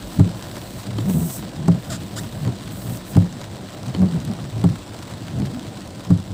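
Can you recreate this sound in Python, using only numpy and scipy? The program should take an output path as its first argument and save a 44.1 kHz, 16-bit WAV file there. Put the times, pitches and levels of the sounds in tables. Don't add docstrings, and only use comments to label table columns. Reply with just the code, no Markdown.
import sys
import numpy as np
from scipy import signal
from scipy.io import wavfile
from scipy.ndimage import uniform_filter1d

SR = 44100
rng = np.random.default_rng(int(sys.argv[2]) if len(sys.argv) > 2 else 0)


def invert_db(x):
    u = np.asarray(x, float) / 20
    return 10 ** u


def wav_out(sig):
    wavfile.write(sys.argv[1], SR, np.round(np.clip(np.atleast_2d(sig).T, -1, 1) * 32767).astype(np.int16))


N = 279153
TIME_S = np.arange(N) / SR

# (time [s], level [dB])
RUMBLE_LEVEL = [(0.0, -35), (0.95, -50), (1.76, -42), (2.0, -50), (2.3, -43), (3.21, -43), (3.9, -57),
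                (4.78, -42), (5.01, -52), (6.33, -48)]
# (time [s], level [dB])
RAIN_LEVEL = [(0.0, -45), (0.62, -44.5), (1.5, -46), (3.0, -46), (3.4, -46.5), (3.9, -46), (5.7, -46.2),
              (6.33, -48.5)]
# (frequency [Hz], density [dB per Hz])
GLASS_SPECTRUM = [(470, -20.5), (800, -20.5), (952, 1.5), (1080, -1), (1980, -6), (2380, -8.5), (3250, -6),
                  (3590, -6), (3910, -5), (6590, -14), (7930, -9), (9680, -19), (12600, -25.5),
                  (15500, -18.5)]
# (frequency [Hz], density [dB per Hz])
PANEL_SPECTRUM = [(35, -25), (60, -10.5), (75, -18.5), (86, -9.5), (107, 0), (152, -12.5), (193, -1),
                  (226, -10.5), (300, -6), (376, -12), (407, -16), (592, -12), (900, -20), (1170, -32.5),
                  (1980, -120)]
# (frequency [Hz], density [dB per Hz])
CLOTH_SPECTRUM = [(3530, -37), (6000, -12.5), (7380, -12), (8080, -1), (8780, -8), (9550, -8), (10200, -13),
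                  (11200, -8), (13000, -11.5), (14900, -3.5), (15500, -6.5)]
# (start [s], length [s], level at end of press [dB], duller part [dB])
CLOTH_STROKES = [(0.0, 0.17, -50.5, 4), (.36, 0.46, -50.5, 6), (0.981, 0.088, -51, 0), (1.095, .27, -37, 3),
                 (1.8, 0.15, -52, 2), (2.0, 0.14, -55, 3), (2.176, 0.02, -45, 3), (2.22, 0.21, -53.5, 0),
                 (2.617, 0.036, -57.5, -4), (2.72, .24, -44, -2), (3.07, .045, -44.5, 1),
                 (3.163, 0.018, -59, 3)]
# (time [s], level [dB], rib rate [1/s])
SCUFF_PATHS = [
    [(1.892, -64, 760), (1.903, -30.5, 770), (1.915, -33.5, 640), (1.927, -29, 605), (1.945, -35.5, 500),
     (1.962, -35.5, 430), (1.978, -51, 295)],
    [(2.158, -46, 940), (2.166, -32.5, 980), (2.176, -33, 1260), (2.186, -30.5, 1620), (2.192, -32, 1900),
     (2.200, -36, 2000), (2.210, -56, 2080)],
]
# (frequency [Hz], density [dB per Hz])
SCUFF_SPECTRUM = [(240, -34), (653, 3.5), (973, -8), (1470, 0), (2260, -15), (3700, -4.5), (4300, -8),
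                  (4900, -3), (6000, -12.5), (7250, -1.5), (9500, -14), (15600, -26)]
# (time [s], peak [dB], low part [dB], high part [dB])
CLEAR_DROPS = [(0.0727, -25, -22, -21), (0.4249, -15, -6.5, -40), (0.5132, -19, -15, -23),
               (0.5664, -17, 1.5, -19), (1.0978, -16, 1.5, -16), (1.4253, -22, 6.5, -26),
               (1.747, -24, -10, -15), (2.0348, -25, -15, -9), (2.4498, -19, 5, -14.5),
               (2.4763, -22, -2, -19), (2.9723, -18, -5, -23.5), (3.3262, -20, 2.5, -24),
               (3.4147, -16, -1, -25), (3.4421, -20, 1, -16), (3.7043, -22.5, 3, -19),
               (3.8311, -19, 1, -18), (3.8822, -18.5, 0, -29), (4.0184, -22, 7.5, -15),
               (4.2015, -19, -15, -26), (4.25, -18.5, -15, -10.5), (4.314, -19, -3, -25),
               (4.3882, -28, 14, -24), (4.784, -23, -5, -23), (4.9901, -20.5, 2.5, -18),
               (5.4001, -19.5, 0, -15), (5.4584, -19, -11, -16), (5.5948, -17.5, -7, -31),
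               (5.875, -20, -18, -14), (6.0496, -19, -6, -18), (6.1756, -21, -21, -21)]
# (time [s], level [dB], brightness [dB per decade])
ARM_KNOCKS = [
    (0.9848, -11, 0.5),
    (2.4754, -14.5, -12),
    (3.948, -12, 1),
    (5.4196, -17.5, 0.5),
]
# (frequency [Hz], level [dB], t60 [s])
ARM_MODES = [(291, 2, 0.041), (392, -17.5, 0.095), (1084, -6, 0.012), (3090, -7.5, 0.013),
             (4420, -12.5, 0.018)]
# (time [s], cabin boom [dB], glass [dB], slap [dB], slap lag [s])
BLADE_FLIPS = [
    (.186, -5.5, -16.5, -21, .009),
    (1.677, -17, -13.5, -18, 0.0043),
    (3.157, -5.5, -15.5, -19.5, .010),
    (4.636, -14.5, -15.5, -20, .0041),
    (6.099, -11, -14.5, -24.5, .0058),
]
# (frequency [Hz], rise [s], t60 [s])
FLIP_MODES = [
    (99.7, 0.026, 0.14),
    (171, 0.0088, 0.155),
    (280.6, 0.008, .11),
    (141.3, 0.0087, 0.086),
]
# (frequency [Hz], level [dB], t60 [s])
LIP_MODES = [(392, 5.5, 0.065), (528, -7.5, 0.12), (643, -1, 0.077), (802, 1, 0.04), (1142, -3, 0.035),
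             (1340, -11.5, 0.051)]
# (frequency [Hz], density [dB per Hz])
SPRAY_SPECTRUM = [(940, -50), (1600, -9), (3260, -22), (4960, 10), (5500, -10), (7750, 10), (12000, -24),
                  (15500, -8)]
# (level before [dB], resonance before [Hz], level after [dB], resonance after [Hz])
FLIP_DRAG = [
    (-28, 225, -21, 170),
    (-23.5, 177, -23, 130),
    (-28, 130, -21, 175),
    (-28, 120, -22, 130),
    (-28, 125, -26, 100),
]
# (peak time [s], drag [dB], loudest body resonance [Hz], time to lose 10 dB [s])
DOWN_BOUTS = [(.36, -33, 170, .03), (.47, -35, 110, .07), (.6, -33, 104, 0.05), (.71, -32, 150.3, 0),
              (.765, -32, 105, .035), (.91, -29, 130, 0.04), (.964, -26, 110, 0.05),
              (1.925, -28, 125, 0.05), (1.99, -30, 105, .04), (2.04, -30, 190, .04), (2.21, -29, 110, 0.1),
              (2.37, -28, 130.3, .04), (2.43, -25, 150, 0.02), (3.34, -33, 185, 0.08),
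              (3.52, -34, 105, 0.12), (3.84, -33, 115, 0.04), (3.893, -22.5, 140, .03),
              (4.99, -36, 106.6, 0.07), (5.15, -33, 115, .04), (5.245, -32, 124.9, 0.05),
              (5.36, -25, 115, 0.06), (6.32, -29, 98, .05)]
# (peak time [s], drag [dB], loudest body resonance [Hz], time to lose 10 dB [s])
UP_BOUTS = [(.045, -34, 237.6, 0), (.108, -37, 231.6, .02), (1.02, -23, 105, 0.05),
            (1.097, -17, 190, 0.0468), (1.164, -15, 159.8, 0.04), (1.235, -20, 164.8, .05),
            (1.44, -29, 137, .06), (1.614, -26, 139.8, 0.06), (2.475, -18, 124.9, .045),
            (2.54, -28, 132.9, 0), (2.7, -32, 130, 0.1), (2.91, -24.5, 119.9, .07), (3.975, -26, 115, .03),
            (4.03, -11, 184, 0.0446), (4.105, -25, 160, 0.02), (4.158, -18.5, 166.1, 0.04),
            (4.24, -29.5, 175, .03), (4.3, -21, 186.2, 0.04), (4.43, -30, 135, 0.09),
            (4.578, -22.5, 109, 0.05), (5.415, -17, 135, .04), (5.48, -27, 125, 0.06),
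            (5.565, -28, 260, 0.05), (5.7, -38, 150.3, 0.1), (5.9, -38, 110, 0.12)]
# (time [s], depth [dB])
DRAG_GRIPS = [
    (1.129, 6),
    (2.452, 9),
    (3.92, 8),
    (5.418, 7),
]
# (frequency [Hz], density [dB per Hz])
BODY_SPECTRUM = [(24, -5), (40, -66), (69, -9), (176, -5.5), (240, -5.5), (401, -12), (443, -17.5),
                 (526, -16), (829, -32.5), (1200, -30), (1560, -100), (2640, -120)]


def evened(x):
    return x / np.sqrt(np.mean(x ** 2) + 1e-20)


def steadied(x, size):
    power = uniform_filter1d(uniform_filter1d(x ** 2, size), size)
    return x / np.sqrt(abs(power) + 1e-12)


def read(points, hz):
    f, value = np.transpose(points)
    return np.interp(np.log(hz + 1), np.log(f + 1), value)


def columns(rows, t_s):
    s, *values = np.transpose(rows)
    return [np.interp(t_s, s, v) for v in values]


def add(mix, s, sound):
    part = mix[round(s * SR):][:len(sound)]
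    part += sound[:len(part)]


def colour(x, points):
    gain_db = read(points, abs(np.fft.fftfreq(8192, 1 / SR)))
    log_gain = np.log(invert_db(np.maximum(gain_db, -100)))
    taps = np.fft.ifft(np.exp(np.conj(signal.hilbert(log_gain)))).real[:4096]
    return signal.oaconvolve(x, taps / np.linalg.norm(taps))[:len(x)]


def resonate(x, hz, width_hz):
    turn = np.exp(2j * np.pi * np.cumsum(hz) / SR)
    r = np.exp(-np.pi * width_hz / SR)
    return 2 * (turn * signal.lfilter([1 - r], [1, -r], x / turn)).real


def band(x, lo_hz, hi_hz):
    return signal.sosfilt(signal.butter(2, [lo_hz, hi_hz], "bandpass", fs=SR, output="sos"), x)


def splat(length, decay_s):
    return steadied(rng.standard_normal(length), size=24) * np.exp(-np.arange(length) / SR / decay_s) / 2


def rumble():
    roll = band(band(rng.standard_normal(N), 45, 58), 30, 61)
    return invert_db(columns(RUMBLE_LEVEL, TIME_S)[0] - 4.5) * steadied(roll, size=4000)


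def rain():
    drops_per_s = 600
    size = invert_db(4.26 * np.minimum(rng.exponential(1, N), 3.0)) * (rng.random(N) < drops_per_s / SR)
    t_s = np.arange(1500) / SR
    pulse = np.exp(-t_s / 0.0014) + 0.15 * np.exp(-t_s / 0.015)
    power = signal.oaconvolve(size ** 2, pulse ** 2)[:N]
    patter = evened(np.sqrt(abs(power)) * rng.standard_normal(N))
    gusts = evened(band(rng.standard_normal(N), 2.4, 18.5))
    patter = patter * invert_db(1.52 * gusts)

    z = signal.stft(rng.standard_normal(N), SR, nperseg=512)[2]
    patches = evened(uniform_filter1d(uniform_filter1d(rng.standard_normal(z.shape), 9, 0), 7, 1))
    wash = evened(signal.istft(z * invert_db(1.68 * patches), SR, nperseg=512)[1][:N])

    glass = evened(colour(invert_db(1.5) * patter + wash, GLASS_SPECTRUM))
    panels = evened(colour(invert_db(-10.0) * patter + wash, PANEL_SPECTRUM))
    return invert_db(columns(RAIN_LEVEL, TIME_S)[0]) * (invert_db(3.5) * glass + invert_db(10.0) * panels)


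def brush():
    touch_s, press_db, lift_db_per_s = 0.035, 5, 300
    grain = invert_db(11.0 * uniform_filter1d(rng.standard_normal(N), size=90))
    hiss = evened(colour(grain * rng.standard_normal(N), CLOTH_SPECTRUM))
    dull = evened(band(grain * rng.standard_normal(N), 5200, 8600))
    out = np.zeros(N)
    for s, length_s, db, dull_db in CLOTH_STROKES:
        along = np.clip((TIME_S - s) / length_s, 0, 1)
        touch = np.clip((TIME_S - s) / touch_s + 1, 0, 1) ** 2
        press = invert_db(db - press_db * (1 - along))
        lift = invert_db(-lift_db_per_s * np.maximum(TIME_S - s - length_s, 0))
        out += touch * press * lift * (invert_db(5.0) * hiss + invert_db(dull_db - 6.5) * along ** 2 * dull)
    return out


def scuffs():
    out = np.zeros(N)
    for rows in SCUFF_PATHS:
        t_s = np.arange(rows[0][0], rows[-1][0], 1 / SR)
        level_db, ribs_hz = columns(rows, t_s)
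        jitter = 0.3 * uniform_filter1d(rng.standard_normal(len(t_s)), size=90)
        turns = np.cumsum(ribs_hz * (1 + jitter)) / SR
        ticks = np.zeros(len(t_s))
        for k in range(1, 30):
            ticks += np.cos(2 * np.pi * (k * turns + rng.random())) * (k * ribs_hz < 15000)
        rub = colour(steadied(ticks, size=200) + 0.6 * rng.standard_normal(len(t_s)), SCUFF_SPECTRUM)
        add(out, t_s[0], invert_db(level_db) * evened(rub))
    return out


def drops():
    out = np.zeros(N)
    flung = [(s + lag_s, slap_db + 5.3, 4.5, -15.5) for s, _, _, slap_db, lag_s in BLADE_FLIPS]
    flung += [(s, db - 9, 5.7, -27) for s, db, _ in ARM_KNOCKS]
    for s, peak_db, low_db, high_db in flung + CLEAR_DROPS:
        tick = 2.77 * band(splat(900, 0.0012), 2000, 7000)
        tap = 3.4 * invert_db(low_db) * band(splat(900, 0.0097), 300, 1180)
        fizz = 4.3 * invert_db(high_db) * band(splat(900, 0.0023), 6800, 13700)
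        add(out, s, invert_db(peak_db - 9.0) * (tick + tap + fizz))
    return out


def knocks():
    out, t_s = np.zeros(N), np.arange(SR // 8) / SR
    for s, db, bright_db in ARM_KNOCKS:
        for hz, mode_db, t60_s in ARM_MODES:
            ring = invert_db(db + mode_db + bright_db * np.log10(hz / 300) - 60 * t_s / t60_s)
            add(out, s, -ring * (1 - np.exp(-t_s / 0.0022)) * np.sin(2 * np.pi * hz * t_s))
        crack = band(splat(900, 0.0027), 1300, 3900)
        add(out, s, invert_db(db + bright_db - 4.5) * crack)
    return out


def flips():
    stiffen_hz_per_db = 0.5
    out, t_s = np.zeros(N), np.arange(SR // 3) / SR
    for s, boom_db, glass_db, slap_db, lag_s in BLADE_FLIPS:
        frame_db, push_db = -19 + 0.41 * boom_db, -5 + 0.88 * boom_db
        levels_db = boom_db, glass_db, frame_db, push_db
        shifts_hz = 0, stiffen_hz_per_db * (boom_db + 15.5), 0, 0
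        for (hz, rise_s, t60_s), db, shift_hz in zip(FLIP_MODES, levels_db, shifts_hz):
            swell = (1 - np.exp(-t_s / rise_s)) ** 2 * invert_db(db + 18.5 - 60 * t_s / t60_s)
            add(out, s, swell * np.sin(2 * np.pi * (hz + shift_hz) * t_s))
        lip = sum(invert_db(db - 60 * t_s / t60_s) * np.sin(2 * np.pi * hz * t_s) for hz, db, t60_s in LIP_MODES)
        spray = colour(rng.standard_normal(len(t_s)) * np.exp(-t_s / 0.0035), SPRAY_SPECTRUM)
        onset = 1 - np.exp(-t_s / 0.0011)
        add(out, s + lag_s, invert_db(slap_db) * onset * (lip + invert_db(-12.0) * spray))
    return out


def drag():
    before_s, before_width_s, after_s, after_width_s = 0.012, 0.025, 0.078, 0.04
    glide_db, glide_hz = -46, 107.9
    flatness = 1.6
    bouts = DOWN_BOUTS + UP_BOUTS
    for (s, *_), (before_db, before_hz, after_db, after_hz) in zip(BLADE_FLIPS, FLIP_DRAG):
        bouts.append((s - before_s, before_db, before_hz, before_width_s))
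        bouts.append((s + after_s, after_db, after_hz, after_width_s))
    t_s = TIME_S[::64]
    s, db, hz, width_s = np.transpose(bouts)[:, :, None]
    power = invert_db(db - 10 * (abs(t_s - s) / width_s) ** flatness) ** 2
    glide_power = invert_db(glide_db) ** 2
    total = power.sum(0) + glide_power
    body_hz = ((power * hz).sum(0) + glide_power * glide_hz) / total
    return np.interp(TIME_S, t_s, 10 * np.log10(total)), np.interp(TIME_S, t_s, body_hz)


def blades():
    drag_db, body_hz = drag()
    slips_hz = body_hz / 2
    rattle_db = -10 - 0.15 * (drag_db + 29.5)
    drag_db = drag_db - sum(db * np.exp(-((TIME_S - s) / 0.0061) ** 2) for s, db in DRAG_GRIPS)

    regular = np.clip(0.45 + 0.022 * (drag_db + 21.5), 0.1, 0.9)
    jitter = 0.403 * uniform_filter1d(rng.standard_normal(N), size=600)
    turns = np.cumsum(slips_hz * (1 + jitter)) / SR
    pulses = sum(np.cos(2 * np.pi * k * turns) for k in range(1, 14))
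    scrape = band(rng.standard_normal(N), 27, 850)
    drive = colour(regular * evened(pulses) + (1 - regular) * evened(scrape), BODY_SPECTRUM)

    rung = 0.36 * band(drive, 75, 225) + resonate(drive, body_hz, 31.0)
    trim = resonate(scrape, np.full(N, 350), width_hz=90)
    rattle = evened(band(drive, 270.1, 780)) + invert_db(-1.5) * evened(trim)
    rattle = steadied(rattle, size=900)
    return invert_db(drag_db + 1.2) * (steadied(rung, size=700) + invert_db(rattle_db - 1.5) * rattle)


def scene():
    background = rain() + rumble() + brush() + scuffs()
    return (background + drops() + knocks() + flips() + blades())[None]


def top_cut(x):
    return signal.sosfilt(signal.butter(12, 16850, fs=SR, output="sos"), x)


def record(dry):
    soft = dry / (1 + abs(dry / 0.95) ** 4) ** 0.25
    edge = signal.firwin(601, 15560, window=("kaiser", 9), fs=SR)
    mix = signal.oaconvolve(soft, edge[None], "same")
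    return top_cut(mix)


dry = scene()
out = record(dry)
wav_out(out)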